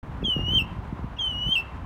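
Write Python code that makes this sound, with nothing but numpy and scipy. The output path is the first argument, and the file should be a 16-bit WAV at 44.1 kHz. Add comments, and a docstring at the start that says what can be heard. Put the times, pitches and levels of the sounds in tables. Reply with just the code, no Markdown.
"""Distant traffic hums and wind buffets the microphone throughout. At 0.2 s a bird in a leafy tree
opens with a faint low grace note, then a whistle that sags in pitch, climbs again and breaks down
to a short, slightly airy closing note. Branches and leaves scatter the sound.
A second call of the same shape follows at 1.2 s and dies away under the wind."""
import sys
import numpy as np
from scipy import signal
from scipy.fft import rfft, irfft
from scipy.io import wavfile

SR = 44100
rng = np.random.default_rng(int(sys.argv[2]) if len(sys.argv) > 2 else 0)


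def dump(signal):
    """Clip the signal to [-1, 1] and save it as 16-bit WAV at the path in sys.argv[1]."""
    limited = np.clip(np.atleast_2d(signal).T, -1, 1)
    pcm = np.round(limited * 32767).astype(np.int16)
    wavfile.write(sys.argv[1], SR, pcm)


N = 81585
T = np.arange(N) / SR


def from_db(db):
    """Decibels to gain."""
    return 10 ** (np.asarray(db) / 20)


def unit_rms(x):
    """Scale to unit power."""
    return x / np.sqrt(np.mean(x ** 2) + 1e-20)


def curves(rows):
    """Columns of a time table, interpolated to every sample."""
    time_s, *columns = np.transpose(rows)
    return [np.interp(T, time_s, column) for column in columns]


def drift(rate_hz):
    """Smooth random wander, unit RMS."""
    pole = np.exp(-2 * np.pi * rate_hz / SR)
    wander = signal.lfilter([1], [1, -2 * pole, pole * pole], rng.standard_normal(N + SR))
    return unit_rms(wander[SR:])


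def noise(spectrum):
    """Noise shaped on a log-frequency axis, unit RMS."""
    freq_hz, density_db = np.transpose(spectrum)
    bin_hz = np.arange(N + 1) * SR / (2 * N)
    bin_db = np.interp(np.log(np.maximum(bin_hz, 1)), np.log(freq_hz), density_db)
    return unit_rms(irfft(rfft(rng.standard_normal(2 * N)) * from_db(bin_db))[:N])


def gate(start_s, end_s, edge_s=.0047):
    """Soft-edged window."""
    inside_s = np.minimum(T - start_s, end_s - T)
    return np.sin(np.pi / 2 * np.clip(inside_s / edge_s + .5, 0, 1)) ** 2


def jittered_phase(pitch_hz, depth, rate_hz):
    """Running phase of a pitch that wanders by the RMS fraction depth."""
    return 2 * np.pi * np.cumsum(pitch_hz * (1 + depth * drift(rate_hz))) / SR


# Traffic spectrum: freq_hz, relative_db
TRAFFIC_SPECTRUM = [(25, -19), (62, 4.5), (130, -2.5), (300, -10.5), (500, -11.5), (700, -9), (1000, -5.5),
                    (1300, -11.5), (2100, -20), (3200, -27.5), (5000, -39), (8000, -46), (15500, -56)]


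def traffic(level_db=-42.5, waver_db=1.2):
    """Distant traffic: a low, slightly wavering hum."""
    return from_db(level_db + waver_db * drift(rate_hz=12)) * noise(TRAFFIC_SPECTRUM)


def eddy(start_s, peak_db, start_hz, rise_s, end_hz=59.7):
    """A brief, uneven pressure swing that slows as it dies."""
    age_rises = np.maximum(T - start_s, 0) / rise_s
    pitch_hz = end_hz + (start_hz - end_hz) * np.exp(-age_rises / 1.52)
    swell = age_rises * np.exp(1 - np.minimum(age_rises, 40))
    phase = jittered_phase(pitch_hz * (age_rises > 0), depth=.16, rate_hz=220)
    return -from_db(peak_db) * swell * np.sin(phase)


# Wind rumble spectrum: freq_hz, relative_db
WIND_SPECTRUM = [(20, -25.5), (40, 0), (65, 4), (130, -4.5), (220, -9), (350, -17.5), (600, -30.5),
                 (1200, -64.5)]
# Gust strength: time_s, level_db
GUSTS = [(0.04, -32.5), (0.2, -35), (0.236, -26.5), (0.336, -45.5), (0.372, -26.5), (0.452, -30.5),
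         (0.574, -30), (0.608, -33), (0.916, -35.5), (0.936, -30), (0.982, -43), (1.018, -32.5),
         (1.274, -42), (1.314, -35), (1.496, -33.5), (1.526, -44), (1.788, -36), (1.85, -35)]
# Eddies thumping the microphone: start_s, peak_db, start_hz, rise_s
STRONG_EDDIES = [(0.228, -20.5, 461, 0.0024), (0.247, -24, 408, 0.0023), (0.281, -24, 475, 0.0028),
                 (0.3633, -20.5, 475, 0.0034), (0.391, -23.5, 400, 0.0027), (0.407, -26.5, 224, 0.0078),
                 (0.43, -28.5, 266, 0.0068), (0.482, -22.5, 355, 0.0023), (0.517, -21, 221, 0.0034),
                 (0.534, -22, 322, 0.002), (0.557, -23, 381, 0.0047), (0.577, -19, 230, 0.0023),
                 (0.618, -25, 296, 0.0036), (0.656, -28, 170, .005), (0.783, -26, 110, 0.0069),
                 (0.926, -20.5, 260, 0.0035), (0.991, -28, 365, 0.0039), (1.040, -25.5, 347, 0.005),
                 (1.463, -25, 234, 0.006), (1.488, -25, 403, 0.0025)]


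def wind(trim_db=-1.5, small_eddies_per_s=29):
    """Wind on the microphone: strong eddies, plus rumble and small eddies scaled by the gusts."""
    gust_db, = curves(GUSTS)
    gust_gain = from_db(gust_db + trim_db)
    rumble = gust_gain * noise(WIND_SPECTRUM)
    strong = sum(eddy(*row) for row in STRONG_EDDIES)
    arrivals = rng.random(N) < small_eddies_per_s / SR
    kicks = arrivals * (2 * rng.random(N) - 1) * gust_gain
    small = signal.fftconvolve(kicks, eddy(0, 0, start_hz=214, rise_s=.003))[:N]
    return rumble + strong + small


def tail(x, t60_s, rise_s=.022):
    """Dense decaying reflections, unit gain."""
    response = rng.standard_normal(N) * from_db(-60 * T / t60_s) * (1 - np.exp(-T / rise_s))
    return signal.fftconvolve(x, response / np.linalg.norm(response))[:N]


# Echoes off nearby branches: delay_s, gain_db
BRANCH_ECHOES = [(0.0075, -27), (0.016, -15), (0.029, -19.5)]


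def tree(direct, far_cutoff_hz=2750):
    """Direct sound, branch echoes, leaf scatter and a dull tail from further away."""
    echoes = sum(from_db(gain_db) * np.interp(T - delay_s, T, direct)
                 for delay_s, gain_db in BRANCH_ECHOES)
    leaves = from_db(-22.5) * tail(direct, t60_s=.13)
    dull = signal.sosfilt(signal.butter(6, far_cutoff_hz, fs=SR, output="sos"), direct)
    far = from_db(-19) * tail(dull, t60_s=.48)
    return direct + echoes + leaves + far


# Beak hiss spectrum: freq_hz, relative_db
BEAK_SPECTRUM = [(2500, -1.5), (3500, 12), (5500, 3), (7200, -3), (8800, -8.5), (10500, -20.5),
                 (12500, -10), (14000, -4.5), (15800, -9)]
# Closing-note rasp spectrum: freq_hz, relative_db
RASP_SPECTRUM = [(2500, -13.5), (6000, -10), (7300, -18), (8600, -14), (10200, -27.5), (12800, -21),
                 (13700, 4.5), (15500, 0.5), (16200, -7.5)]


def breath(break_s, hiss_db, rasp_db, rasp_s, rise_db_per_s=125.5, fall_db_per_s=124.5):
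    """Air in the beak: hiss peaks as the bird presses to the pitch break, then a short rasp."""
    age_s = T - break_s
    below_peak_db = np.maximum(-rise_db_per_s * age_s, fall_db_per_s * age_s)
    hiss = from_db(hiss_db - below_peak_db) * noise(BEAK_SPECTRUM)
    rasp_gain = from_db(rasp_db - 60 * age_s) * gate(break_s, break_s + rasp_s)  # fades 60 dB/s
    return hiss + rasp_gain * noise(RASP_SPECTRUM)


def grace_note(start_s, length_s, start_hz, end_hz, level_db, octave_db=-20):
    """A faint, rough falling note just before the whistle catches."""
    end_s = start_s + length_s
    pitch_hz = np.interp(T, [start_s, end_s], [start_hz, end_hz])
    phase = jittered_phase(pitch_hz, depth=.045, rate_hz=1100)
    tone = np.sin(phase) + from_db(octave_db) * np.sin(2 * phase)
    return np.sqrt(2) * from_db(level_db) * gate(start_s, end_s) * tone


def whistle(pitch, loudness, overtones, shimmer_db=.9, flutter_db=3.2, overtone_trim_db=-1.5):
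    """A nearly pure gliding tone with weak, fluttering harmonics."""
    pitch_hz, = curves(pitch)
    level_db, = curves(loudness)
    phase = jittered_phase(pitch_hz, depth=.0035, rate_hz=130)
    tone = from_db(level_db + shimmer_db * drift(rate_hz=82)) * np.sin(phase)
    for harmonic, harmonic_db in enumerate(curves(overtones), 2):
        gain = from_db(harmonic_db + overtone_trim_db + flutter_db * drift(rate_hz=70))
        tone += gain * np.sin(harmonic * phase)
    return np.sqrt(2) * tone


# Whistle pitch, per call: time_s, pitch_hz
CALL_PITCH = [
    [(0.239, 3340), (0.247, 3356), (0.268, 3168), (0.335, 2917), (0.39, 2819), (0.42, 2843), (0.47, 2890),
     (0.535, 3113), (0.562, 3151), (0.581, 3136), (0.592, 2820), (0.604, 2634), (0.612, 2663),
     (0.625, 2777)],
    [(1.185, 3200), (1.193, 3324), (1.215, 3165), (1.32, 2957), (1.332, 2875), (1.463, 2964), (1.509, 3114),
     (1.545, 3191), (1.551, 3335), (1.555, 2944), (1.562, 2736), (1.572, 2679), (1.592, 2681),
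     (1.617, 2658)],
]
# Fundamental level, per call: time_s, level_db
CALL_LOUDNESS = [
    [(0.239, -38.5), (0.251, -25.5), (0.29, -26), (0.3, -22), (0.335, -25), (0.36, -33), (0.39, -34.5),
     (0.44, -36.5), (0.469, -30), (0.538, -25.5), (0.56, -17.5), (0.581, -19.5), (0.616, -28),
     (0.626, -32.5)],
    [(1.185, -41.5), (1.193, -28.5), (1.235, -25.5), (1.28, -27.5), (1.335, -33.5), (1.40, -30.5),
     (1.507, -27), (1.529, -18), (1.543, -24.5), (1.551, -39), (1.556, -20), (1.61, -30.5), (1.617, -52)],
]
# Harmonic levels before trim, per call: time_s, second_db, third_db, fourth_db, fifth_db
CALL_OVERTONES = [
    [(0.239, -72.5, -83, -88, -95), (0.255, -50.5, -82.5, -84, -90), (0.275, -56.5, -63.5, -78, -79.5),
     (0.31, -62.5, -61, -74, -64), (0.36, -62.5, -76.5, -76.5, -64), (0.43, -67, -90, -89.5, -81.5),
     (0.48, -55.5, -78.5, -74, -69.5), (0.52, -63.5, -65, -77, -59), (0.555, -52.5, -61.5, -73, -59),
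     (0.58, -54, -61, -74, -59), (0.592, -53.5, -51.5, -74, -52.5), (0.617, -53.5, -58.5, -75, -53),
     (0.626, -56, -67, -72, -67.5)],
    [(1.185, -69, -83, -88.5, -98), (1.21, -50, -75, -88, -88), (1.25, -59.5, -57, -83.5, -68.5),
     (1.33, -63.5, -69.5, -87.5, -74), (1.41, -62, -77, -88, -76), (1.47, -60, -67, -79, -66),
     (1.5, -56.5, -58.5, -81, -60.5), (1.549, -52, -67, -86, -75.5), (1.557, -61.5, -52, -82, -56),
     (1.585, -54.5, -56.5, -68, -59), (1.605, -54, -65, -71, -59.5), (1.617, -74, -82, -78, -66)],
]
# Breath at each pitch break: break_s, hiss_db, rasp_db, rasp_s
CALL_BREAKS = [(0.572, -61, -62, .04), (1.564, -54.5, -61, 0.044)]
# Opening grace notes: start_s, length_s, start_hz, end_hz, level_db
GRACE_NOTES = [(0.221, 0.021, 2670, 2480, -52), (1.166, 0.020, 2910, 2660, -48.5)]


def bird():
    """Two breathy whistled calls, each led by a grace note."""
    calls = np.zeros(N)
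    for pitch, loudness, overtones, pitch_break in zip(
            CALL_PITCH, CALL_LOUDNESS, CALL_OVERTONES, CALL_BREAKS):
        window = gate(start_s=loudness[0][0], end_s=loudness[-1][0])
        calls += window * (whistle(pitch, loudness, overtones) + breath(*pitch_break))
    return calls + sum(grace_note(*row) for row in GRACE_NOTES)


def scene():
    """The bird in its tree over traffic and wind, mono."""
    song = bird()
    return (traffic() + tree(song) + wind())[None]


def record(dry, start_s=.03, cutoff_hz=15900):
    """A moment of opening silence and a steep low-pass."""
    lowpass = signal.ellip(12, .1, 80, cutoff_hz, fs=SR, output="sos")
    return signal.sosfilt(lowpass, dry * gate(start_s, np.inf))


dry = scene()
out = record(dry)
dump(out)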